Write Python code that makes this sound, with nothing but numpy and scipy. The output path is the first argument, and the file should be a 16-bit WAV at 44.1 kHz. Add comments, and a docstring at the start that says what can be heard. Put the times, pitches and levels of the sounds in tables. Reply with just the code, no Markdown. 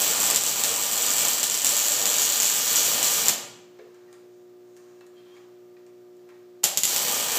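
"""A wire-feed welder runs two beads on a steel frame in a reverberant workshop.
The wire shorts and the arc relights about a hundred times a second, each time with a snap that rings
the gas nozzle, over sizzle and roar; big drops burst with a pop. In the pause the transformer hums
while the welder shifts on his stool and handles the torch. Then the wire fizzes and strikes again."""
import sys
import numpy as np
from scipy import signal
from scipy.fft import rfft, irfft, next_fast_len
from scipy.io import wavfile
from scipy.ndimage import uniform_filter1d, map_coordinates

SR = 44100
rng = np.random.default_rng(int(sys.argv[2]) if len(sys.argv) > 2 else 0)


def waveform_to_disk(signal):
    """Save audio, clipped to [-1, 1], as 16-bit WAV at the path in sys.argv[1]."""
    frames = np.transpose(np.atleast_2d(signal))
    scaled = np.clip(frames, -1, 1) * 32767
    samples = np.round(scaled).astype(np.int16)
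    wavfile.write(sys.argv[1], SR, samples)


N = 325458
MAINS_HZ, RIPPLE_HZ = 60, 360
TOUCH_S = 6.633  # wire meets steel for the second bead

# arc level, one list per bead: time_s, crackle_db, roar_db
BEADS = [
    [(0.0, -15.5, -30.5), (0.05, -22, -34.5), (0.14, -24.5, -34), (0.24, -19, -32), (0.33, -27, -33),
     (0.37, -26, -42), (0.39, -29, -45), (0.48, -22.5, -40), (0.55, -29, -38), (0.59, -20.5, -36),
     (0.63, -24, -37), (0.71, -24.5, -35), (0.84, -25, -38.5), (0.97, -23, -38), (1.09, -22, -35),
     (1.28, -21, -36), (1.41, -27, -41.5), (1.6, -25.5, -42), (1.66, -22.5, -36.5), (1.84, -22.5, -38.5),
     (2.0, -24, -35.5), (2.17, -21, -37.5), (2.42, -22, -40.5), (2.47, -22, -42), (2.58, -22.5, -36.5),
     (2.63, -24, -40.5), (2.72, -18.5, -35.5), (2.79, -20, -36), (3.01, -23.5, -34), (3.04, -19.5, -37),
     (3.24, -22.5, -35), (3.3, -16.5, -29)],
    [(6.85, -23, -45), (6.894, -23, -36.5), (7.1, -22.5, -33.5), (7.278, -26, -36.5), (7.38, -20, -29.5)],
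]
# big drops bursting: start_s, level_db, sparks_relative_db
DROPS = [(0.3011, -2.5, -3.5), (0.31, -5, -5), (0.3461, -4.5, -2), (0.3599, -1, 2.5), (0.4364, -6, -9),
         (0.6366, -1.5, 0), (0.6447, -6, 1), (1.2521, -5, -2), (1.4303, -1.5, 0), (1.4394, -7.5, 1),
         (1.4983, -7, 0), (1.5425, -7, -1.5), (1.6459, -2, 1), (1.6579, -4, -1.5), (1.6675, -6, -3.5),
         (2.0557, -2.5, -1.5), (2.0656, -7, -3), (2.4008, -2, -6), (2.4213, -3, -4.5), (2.431, -4.5, -3.5),
         (2.444, -6, -4.5), (2.752, -8.5, -3), (2.8311, -7.5, -2), (3.0283, -2.5, 0), (3.2576, -7, -2.5),
         (3.2831, 1, 1), (3.292, -10.5, -6)]
# wire striking cold steel: start_s, level_db, sparks_relative_db
STRIKES = [(6.64, 0.5, -0.5), (6.773, -4, 1.5), (6.8339, -2, -1), (6.8527, -6.5, -7), (6.877, -13, -10),
           (6.962, -5.5, 2)]
# spectrum of bursting metal: freq_hz, gain_db
POP_SPECTRUM = [(70, -54.5), (130, -8.5), (500, -14), (1800, -13.5), (3000, -3), (5000, -3.5), (7200, 1.5),
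                (9500, -8), (14000, -3), (18000, -29.5)]
# spectrum of the burning arc: freq_hz, gain_db
ROAR_SPECTRUM = [(40, -35), (80, -30), (105, -4), (160, -7), (240, -4.5), (400, -7), (500, -5.5), (900, -4),
                 (1080, -7.5), (1500, -10), (2000, -10.5), (3500, -9.5), (8000, -56)]


def amp(db):
    """Decibels to gain."""
    return 10 ** (np.asarray(db) / 20)


def unit(x):
    """Scale to rms 1."""
    return x / np.sqrt(np.mean(x ** 2) + 1e-20)


def along(points, hz):
    """Interpolate (freq_hz, value) points on a log axis."""
    freqs_hz, values = np.transpose(points)
    return np.interp(np.log(hz + 1), np.log(freqs_hz + 1), values)


def clock():
    """Sample times in s."""
    return np.arange(N) / SR


def swell(rows, column=1):
    """Gain per sample from a dB column; silent outside the rows."""
    rows = np.asarray(rows)
    return amp(np.interp(clock(), rows[:, 0], rows[:, column], left=-200, right=-200))


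def envelope(start_s, rise_s, fall_s):
    """Linear rise, then exponential fall with time constant fall_s."""
    age_s = clock() - start_s
    return np.clip(age_s / rise_s, 0, 1) * np.exp(-np.maximum(age_s - rise_s, 0) / fall_s)


def strokes(rows, rise_s, fall_s):
    """Summed envelopes, one per (peak_s, level_db) row."""
    return sum(amp(db) * envelope(peak_s - rise_s, rise_s, fall_s) for peak_s, db in rows)


def wobble(rate_hz):
    """Smooth random curve, rate_hz knots a second."""
    return map_coordinates(rng.standard_normal(int(N * rate_hz / SR) + 4), [clock() * rate_hz])


def coloured(x, spectrum, size=8192):
    """Minimum-phase filter of unit energy."""
    cepstrum = irfft(np.log(amp(along(spectrum, np.fft.rfftfreq(size, 1 / SR)))))
    cepstrum[1:size // 2] *= 2
    cepstrum[size // 2 + 1:] = 0
    response = irfft(np.exp(rfft(cepstrum)))
    return signal.fftconvolve(x, response / np.linalg.norm(response))[:N]


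def noise(spectrum):
    """Coloured noise, rms 1."""
    return unit(coloured(rng.standard_normal(N), spectrum))


def bursts(times_s, gains, t60_s, hold_s=0, size=4096):
    """A noise puff at each time; holds, then decays."""
    age_s = np.maximum(np.arange(size) / SR - hold_s, 0)
    puffs = rng.standard_normal((len(times_s), size)) * amp(-60 * age_s / np.reshape(t60_s, (-1, 1)))
    puffs *= (gains / np.linalg.norm(puffs, axis=1))[:, None]
    where = np.round(np.asarray(times_s) * SR).astype(int)[:, None] + np.arange(size)
    return np.bincount(np.maximum(where, 0).ravel(), puffs.ravel(), N)[:N]


def spikes(times_s, gains):
    """One pressure pulse at each time."""
    return np.bincount(np.maximum(np.round(times_s * SR).astype(int), 0), gains, N)[:N]


def ring(modes, attack_s=0.0005):
    """Decaying modes of a struck body; softer contact, slower attack."""
    t = np.arange(SR // 2) / SR
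    tones = sum(amp(db - 60 * t / t60_s) * np.sin(2 * np.pi * hz * t) for hz, db, t60_s in modes)
    return (1 - np.exp(-t / attack_s)) * tones


def shop(x, near_db, near_t60_s=0.21, onset_s=0.00068):
    """Quick scatter from frame and floor, then the hall's long tail."""
    # hall reverberation: freq_hz, t60_s
    decay = [(100, 1.15), (500, .8), (2000, .74), (4500, .6), (7000, .52), (10000, .46), (15000, .35)]
    hz, t, cells = signal.stft(rng.standard_normal(SR), SR, nperseg=256)
    fade = np.hypot(amp(-60 * t / along(decay, hz)[:, None]), amp(near_db - 60 * t / near_t60_s))
    tail = signal.istft(cells * fade, SR, nperseg=256)[1]
    tail *= 1 - np.exp(-(np.arange(len(tail)) / SR / onset_s) ** 2)
    return signal.fftconvolve(x, tail / np.linalg.norm(tail))[:N]


def shop_air(level_db=-64):
    """Steady low room noise."""
    # air spectrum: freq_hz, gain_db
    spectrum = [(30, -36.5), (65, -16.5), (110, 3.5), (200, -1), (400, 0), (700, -4.5), (1400, -8.5),
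                (2800, -14), (5600, -15), (7500, -16.5), (10000, -26), (14000, -17)]
    return amp(level_db) * noise(spectrum)


def transformer(load_db=-9, recovery_s=0.2, sag_s=0.14, creep_db_per_s=0.25):
    """Mains harmonics led by the three-phase ripple; the hum sags under load and creeps back."""
    # hum lines: mains_multiple, level_db
    harmonics = [(2, -70), (3, -72.5), (4, -69.5), (5, -69.5), (6, -49.5), (7, -72), (8, -68.5), (9, -74.5),
                 (10, -68.5), (11, -84.5), (12, -71.5), (20, -79)]
    t = clock()
    phase = 2 * np.pi * MAINS_HZ * t
    hum = sum(amp(db) * np.sin(k * phase + rng.uniform(0, 2 * np.pi)) for k, db in harmonics)
    arc_out_s = BEADS[0][-1][0]
    load = np.exp(-np.maximum(t - arc_out_s, 0) / recovery_s) + np.clip((t - TOUCH_S) / sag_s, 0, 1)
    creep_db = creep_db_per_s * (np.clip(t, arc_out_s, TOUCH_S) - (arc_out_s + TOUCH_S) / 2)
    waver_db = 0.15 * wobble(2)
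    return np.sqrt(2) * hum * amp(load_db * load + creep_db + waver_db)


def gear_knocks():
    """Torch, cable and helmet knock: a dull clack plus a bright tick."""
    # contacts: start_s, clack_db, tick_db, clack_t60_s
    knocks = [(3.789, -38.5, -57, 0.096), (3.945, -45, -53, 0.15), (4.128, -45, -43.5, .06),
              (4.141, -47, -54, .06), (4.766, -49, -46, .1), (4.773, -50.5, -47, .06),
              (5.009, -41, -54, .05), (5.066, -57, -49, .03), (5.367, -46, -55, 0.083),
              (5.767, -46.5, -74, .035), (5.782, -49.5, -75, .12), (5.865, -48.5, -52, .05),
              (6.168, -63.5, -58, .03), (6.29, -39.5, -51.5, 0.2)]
    # contact spectra: freq_hz, gain_db
    clack_spectrum = [(300, -25), (800, -4), (1900, -4), (3000, -10.5), (5000, -16), (12000, -42)]
    tick_spectrum = [(600, -14), (3000, -5), (7000, 3), (10000, -5.5), (15000, -10)]
    start_s, clack_db, tick_db, clack_t60_s = np.transpose(knocks)
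    clacks = coloured(bursts(start_s, amp(clack_db + 10), clack_t60_s), clack_spectrum)
    ticks = coloured(bursts(start_s, amp(tick_db + 12), t60_s=0.013), tick_spectrum)
    return clacks + ticks


def torch_clinks():
    """Metal torch parts touch and ring in two modes."""
    # contacts: start_s, level_db, main_hz, second_hz, t60_s
    clinks = [(3.791, -58, 1690, 2250, .15), (4.079, -62, 1840, 1950, .2), (4.141, -65, 1870, 2010, .2),
              (5.009, -59, 2650, 1430, 0.23), (5.366, -52.5, 2240, 2320, .06),
              (5.767, -55, 1900, 2470, 0.05)]
    track = np.zeros(N)
    for start_s, db, main_hz, second_hz, t60_s in clinks:
        clink = ring([(main_hz, db, t60_s), (second_hz, db - 4, t60_s)])
        track[round(start_s * SR):][:len(clink)] += clink
    return track


def stool_bumps():
    """The stool bumps as the welder leans back."""
    # soft impacts: start_s, level_db
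    bumps = [(3.792, -36), (3.815, -52), (3.856, -40), (4.235, -50)]
    # stool modes: freq_hz, level_db, t60_s
    modes = [(428, 2, 0.25), (463, -3, 0.38), (510, 1, 0.14), (676, -8, .15)]
    start_s, db = np.transpose(bumps)
    return signal.fftconvolve(spikes(start_s, amp(db - 8)), ring(modes, attack_s=0.0032))[:N]


def cloth_friction():
    """Sleeves and gloves rub, a glove wipes the thinly singing torch tip, a sleeve swishes."""
    # hand and arm strokes: peak_s, level_db
    rubs = [(3.86, -66.5), (4.15, -70), (4.82, -71), (5.0, -74), (5.37, -65), (6.36, -71)]
    wipes = [(5.18, -66.5), (5.28, -70)]
    swishes = [(4.34, -76), (4.7, -75), (4.81, -73.5), (4.95, -78)]
    # friction spectra: freq_hz, gain_db
    cloth_spectrum = [(300, -14), (900, 2), (1400, 1.5), (2000, -4.5), (4000, -9.5), (7000, -9),
                      (10000, -24), (15000, -21)]
    tip_spectrum = [(1000, -21), (2800, -18), (3100, -14), (3220, -4), (3350, -12), (3700, -19),
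                    (4340, -18), (4800, -23), (7000, -30), (10000, -35)]
    sleeve_spectrum = [(1000, -20), (4000, -20), (5300, -12), (5950, 1), (6760, 3), (7600, -4), (8900, -4),
                       (9700, -27), (14000, -18)]
    flutter = amp(1.3 * wobble(30))
    rub = amp(-1) * strokes(rubs, rise_s=0.26, fall_s=0.14) * noise(cloth_spectrum)
    wipe = strokes(wipes, rise_s=0.05, fall_s=0.12) * noise(tip_spectrum)
    swish = strokes(swishes, rise_s=0.072, fall_s=0.086) * noise(sleeve_spectrum)
    return flutter * (rub + wipe) + swish


def handling():
    """The welder moves in the pause; knocks and cloth carry into the hall."""
    direct = gear_knocks() + cloth_friction()
    hall = amp(0.5) * shop(direct, near_db=1, near_t60_s=0.15)
    return direct + hall + stool_bumps() + torch_clinks()


def framed(spectrum):
    """A spectrum lifted by the resonances around the steel frame."""
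    # resonances: centre_hz, width_hz, lift_db
    modes = [(462.5, 45, 8), (580, 44, 8), (680, 35, 3.5), (798, 45, 6.5), (990, 45, 7.5), (1105, 25, 4.5),
             (1206, 70, 9.5), (1414, 35, 6), (1634, 40, 3.5), (1821, 55, 9), (2232, 60, 6.5), (2357, 45, 7),
             (2520, 67, 6), (2894, 110, 5), (3070, 50, 5), (3284, 60, 6), (4040, 90, 1.5), (4320, 90, 4.5),
             (4675, 80, 6), (4850, 60, 1), (5180, 50, 2.5), (5750, 140, 6), (5925, 60, 3.5),
             (6270, 40, 2.5), (6300, 38, 2), (6482, 50, 1.5)]
    hz = np.geomspace(20, SR / 2, 2000)
    lift_db = sum(db / (1 + (2 * (hz - centre_hz) / width_hz) ** 2) for centre_hz, width_hz, db in modes)
    return np.column_stack([hz, along(spectrum, hz) + lift_db])


def nozzle(x, wander=0.025):
    """The gas nozzle rings for about 1 ms; its pitch follows the torch and varies per snap."""
    # nozzle response: freq_hz, gain_db
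    spectrum = [(60, -70), (130, -30), (600, -18), (1900, -25), (3100, -19), (5400, -19), (6100, -13),
                (6600, -9), (7050, 0), (7650, 0), (8400, -11), (9100, -25), (11500, -23), (14000, -16),
                (17000, -28)]
    # ring sinking along each seam: time_s, pitch_ratio
    glide = [(0, 1.02), (0.6, 1.017), (1.5, 1), (2.4, 0.97), (3.1, 0.953), (6.8, 0.99), (7.38, 0.89)]
    pitch_ratio = np.interp(clock(), *np.transpose(glide)) + wander * wobble(40)
    tunings = np.linspace(0.92, 1.08, 5)
    crossfades = [np.interp(pitch_ratio, tunings, row) for row in np.eye(len(tunings))]
    return sum(coloured(x * share, np.multiply(spectrum, [tuning, 1]))
               for share, tuning in zip(crossfades, tunings))


def pops(events, crack_db, tear_db, blast_db, spray_db, spray_t60_s, hall_db, crack_delay_s=0.0007):
    """Molten metal bursts: ragged crack, blast and spark shower, echoed by the hall."""
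    start_s, db, sparks_db = np.transpose(events)
    burst_s = start_s + crack_delay_s
    tear = bursts(burst_s, amp(db + crack_db + tear_db), t60_s=0.0036)
    crack = nozzle(spikes(burst_s, amp(db + crack_db)) + tear)
    blast = coloured(spikes(burst_s, amp(db + blast_db)), POP_SPECTRUM)
    sparks = bursts(burst_s, amp(db + sparks_db + spray_db), spray_t60_s, hold_s=0.017)
    spray = coloured(sparks, POP_SPECTRUM)
    hall = shop(amp(hall_db) * blast + amp(-7) * crack + amp(-5.5) * spray, near_db=3.5, near_t60_s=0.17)
    return crack + blast + spray + hall


def ignition(rise_s=0.0032, flare_t60_s=0.098, hold_s=0.42):
    """The wire touches, fizzes and strikes with a gasp of flame until the arc holds."""
    # flame spectrum: freq_hz, gain_db
    gasp_spectrum = [(60, -35), (130, -2), (350, -14), (560, 1), (800, 3.5), (1200, -8.5), (2000, -8),
                     (3500, -1), (8000, -41)]
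    flare = amp(-26.5) * envelope(TOUCH_S, rise_s, flare_t60_s / np.log(1000))
    touching = (clock() > TOUCH_S) & (clock() < TOUCH_S + hold_s)
    fizz = (flare + amp(-50) * touching) * noise(POP_SPECTRUM)
    gasp = amp(-32) * envelope(TOUCH_S, rise_s, fall_s=0.1) * noise(framed(gasp_spectrum))
    strikes = pops(STRIKES, crack_db=1.5, tear_db=3, blast_db=3.5,
                   spray_db=4, spray_t60_s=0.016, hall_db=4.5)
    return fizz + shop(fizz, near_db=10, near_t60_s=0.1) + gasp + strikes


def spatter():
    """Drops burst during a bead: mostly crack, little spray."""
    return pops(DROPS, crack_db=6.5, tear_db=-4, blast_db=-9.5,
                spray_db=0, spray_t60_s=0.013, hall_db=14.5)


def linger(gain, t60_s):
    """Level a source builds up and leaves behind in the hall."""
    retained = amp(-60 / (t60_s * SR)) ** 2
    return np.sqrt(signal.lfilter([1 - retained], [1, -retained], gain ** 2))


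def hall_boom(flame, t60_s=0.75, deep_t60_s=1.6, deep_hz=240):
    """The roar lingers as a smooth boom; the deep part lasts longest."""
    field = noise(framed(ROAR_SPECTRUM))
    deep = signal.sosfiltfilt(signal.butter(2, deep_hz, fs=SR, output="sos"), field)
    return linger(flame, t60_s) * (field - deep) + linger(flame, deep_t60_s) * deep


def short_circuits(rate_hz=108, ripple_lock=0.3, count=1100):
    """Snaps of the relighting arc, rms 1; a longer short bursts harder."""
    gaps_s = np.exp(0.15 * rng.standard_normal(count)) / rate_hz
    times_s = np.cumsum(gaps_s)
    # the wire tends to part on a crest of the rectifier ripple
    times_s += ripple_lock * (np.round(times_s * RIPPLE_HZ) / RIPPLE_HZ - times_s)
    sizes = gaps_s * amp(2.2 * np.clip(rng.standard_normal(count), -2.5, 0.8))
    # steady wire feed evens out the energy over a few drops
    sizes /= np.sqrt(uniform_filter1d(sizes ** 2, size=5))
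    # before a pop the wire sticks in the pool: no snaps
    lead_s = np.vstack([DROPS, STRIKES])[:, 0] - times_s[:, None]
    sizes *= ~np.any((lead_s > -0.004) & (lead_s < 0.014), axis=1)
    return unit(spikes(times_s, sizes) + bursts(times_s, sizes * amp(-10), t60_s=0.0014, size=256))


def arc(surge_db=1.5, sizzle_db=-13, roar_db=-3, boom_db=-2, throb=0.23):
    """Snaps over the sizzle and roar of the burning arc, which throbs with the mains."""
    # sound passing the welder's hand: time_s, nozzle_ring_db, bare_click_db
    aim = [(0, -8, -37), (1.5, -6.5, -31), (2.4, -6.5, -27), (3.3, -15.5, -16), (6.8, -17, -18),
           (7.38, -25, -8)]
    # bare crackle spectrum: freq_hz, gain_db
    crackle_spectrum = [(800, -33), (1500, -10), (2050, -14.5), (2700, -9.5), (2950, -4.5), (3600, -6),
                        (4500, -3.5), (5050, -5), (6200, -3), (7300, 0.5), (8100, 1.5), (8700, -5),
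                        (9200, -9.5), (9700, -9.5), (10200, -10), (13800, -2), (17000, -8.5)]
    colour = framed(crackle_spectrum)
    # the crackle flares after each big drop
    surge = np.max([envelope(start_s, rise_s=0.0037, fall_s=0.046) for start_s, _, _ in DROPS], axis=0)
    strength = sum(swell(bead) for bead in BEADS) * amp(surge_db * surge)
    flame = sum(swell(bead, column=2) for bead in BEADS)
    snaps = strength * short_circuits()
    phase = 2 * np.pi * MAINS_HZ * clock()
    current = unit(1 + throb * (np.cos(phase) + 0.85 * np.cos(2 * phase)))
    grit = rng.standard_normal(N) * amp(6.8 * wobble(1500))
    sizzle = amp(sizzle_db) * strength * unit(current * grit)
    roar = flame * current * noise(framed(ROAR_SPECTRUM))
    boom = hall_boom(flame)
    ringing = swell(aim) * nozzle(snaps)
    direct = amp(0.9) * ringing + coloured(sizzle + swell(aim, column=2) * snaps, colour)
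    hall = shop(amp(-3.5) * coloured(snaps + sizzle, colour) + amp(-11) * ringing, near_db=-2)
    return direct + hall + amp(roar_db) * roar + amp(boom_db) * boom


def scene():
    """Arc, pops and handling over hum and shop air; mono."""
    return (arc() + spatter() + ignition() + handling() + transformer() + shop_air())[None]


def record(dry, low_cut_hz=136, top_hz=15650, taper_hz=300):
    """Clip the highest peaks, cut the deep bass, limit the band."""
    highpass = signal.butter(2, low_cut_hz, btype="high", fs=SR, output="sos")
    thin = signal.sosfilt(highpass, np.clip(dry, -1, 1))
    size = next_fast_len(N + SR // 2)
    passband = np.clip((top_hz - np.fft.rfftfreq(size, 1 / SR)) / taper_hz, 0, 1)
    return irfft(rfft(thin, size) * passband, size)[..., :N]


dry = scene()
out = record(dry)
waveform_to_disk(out)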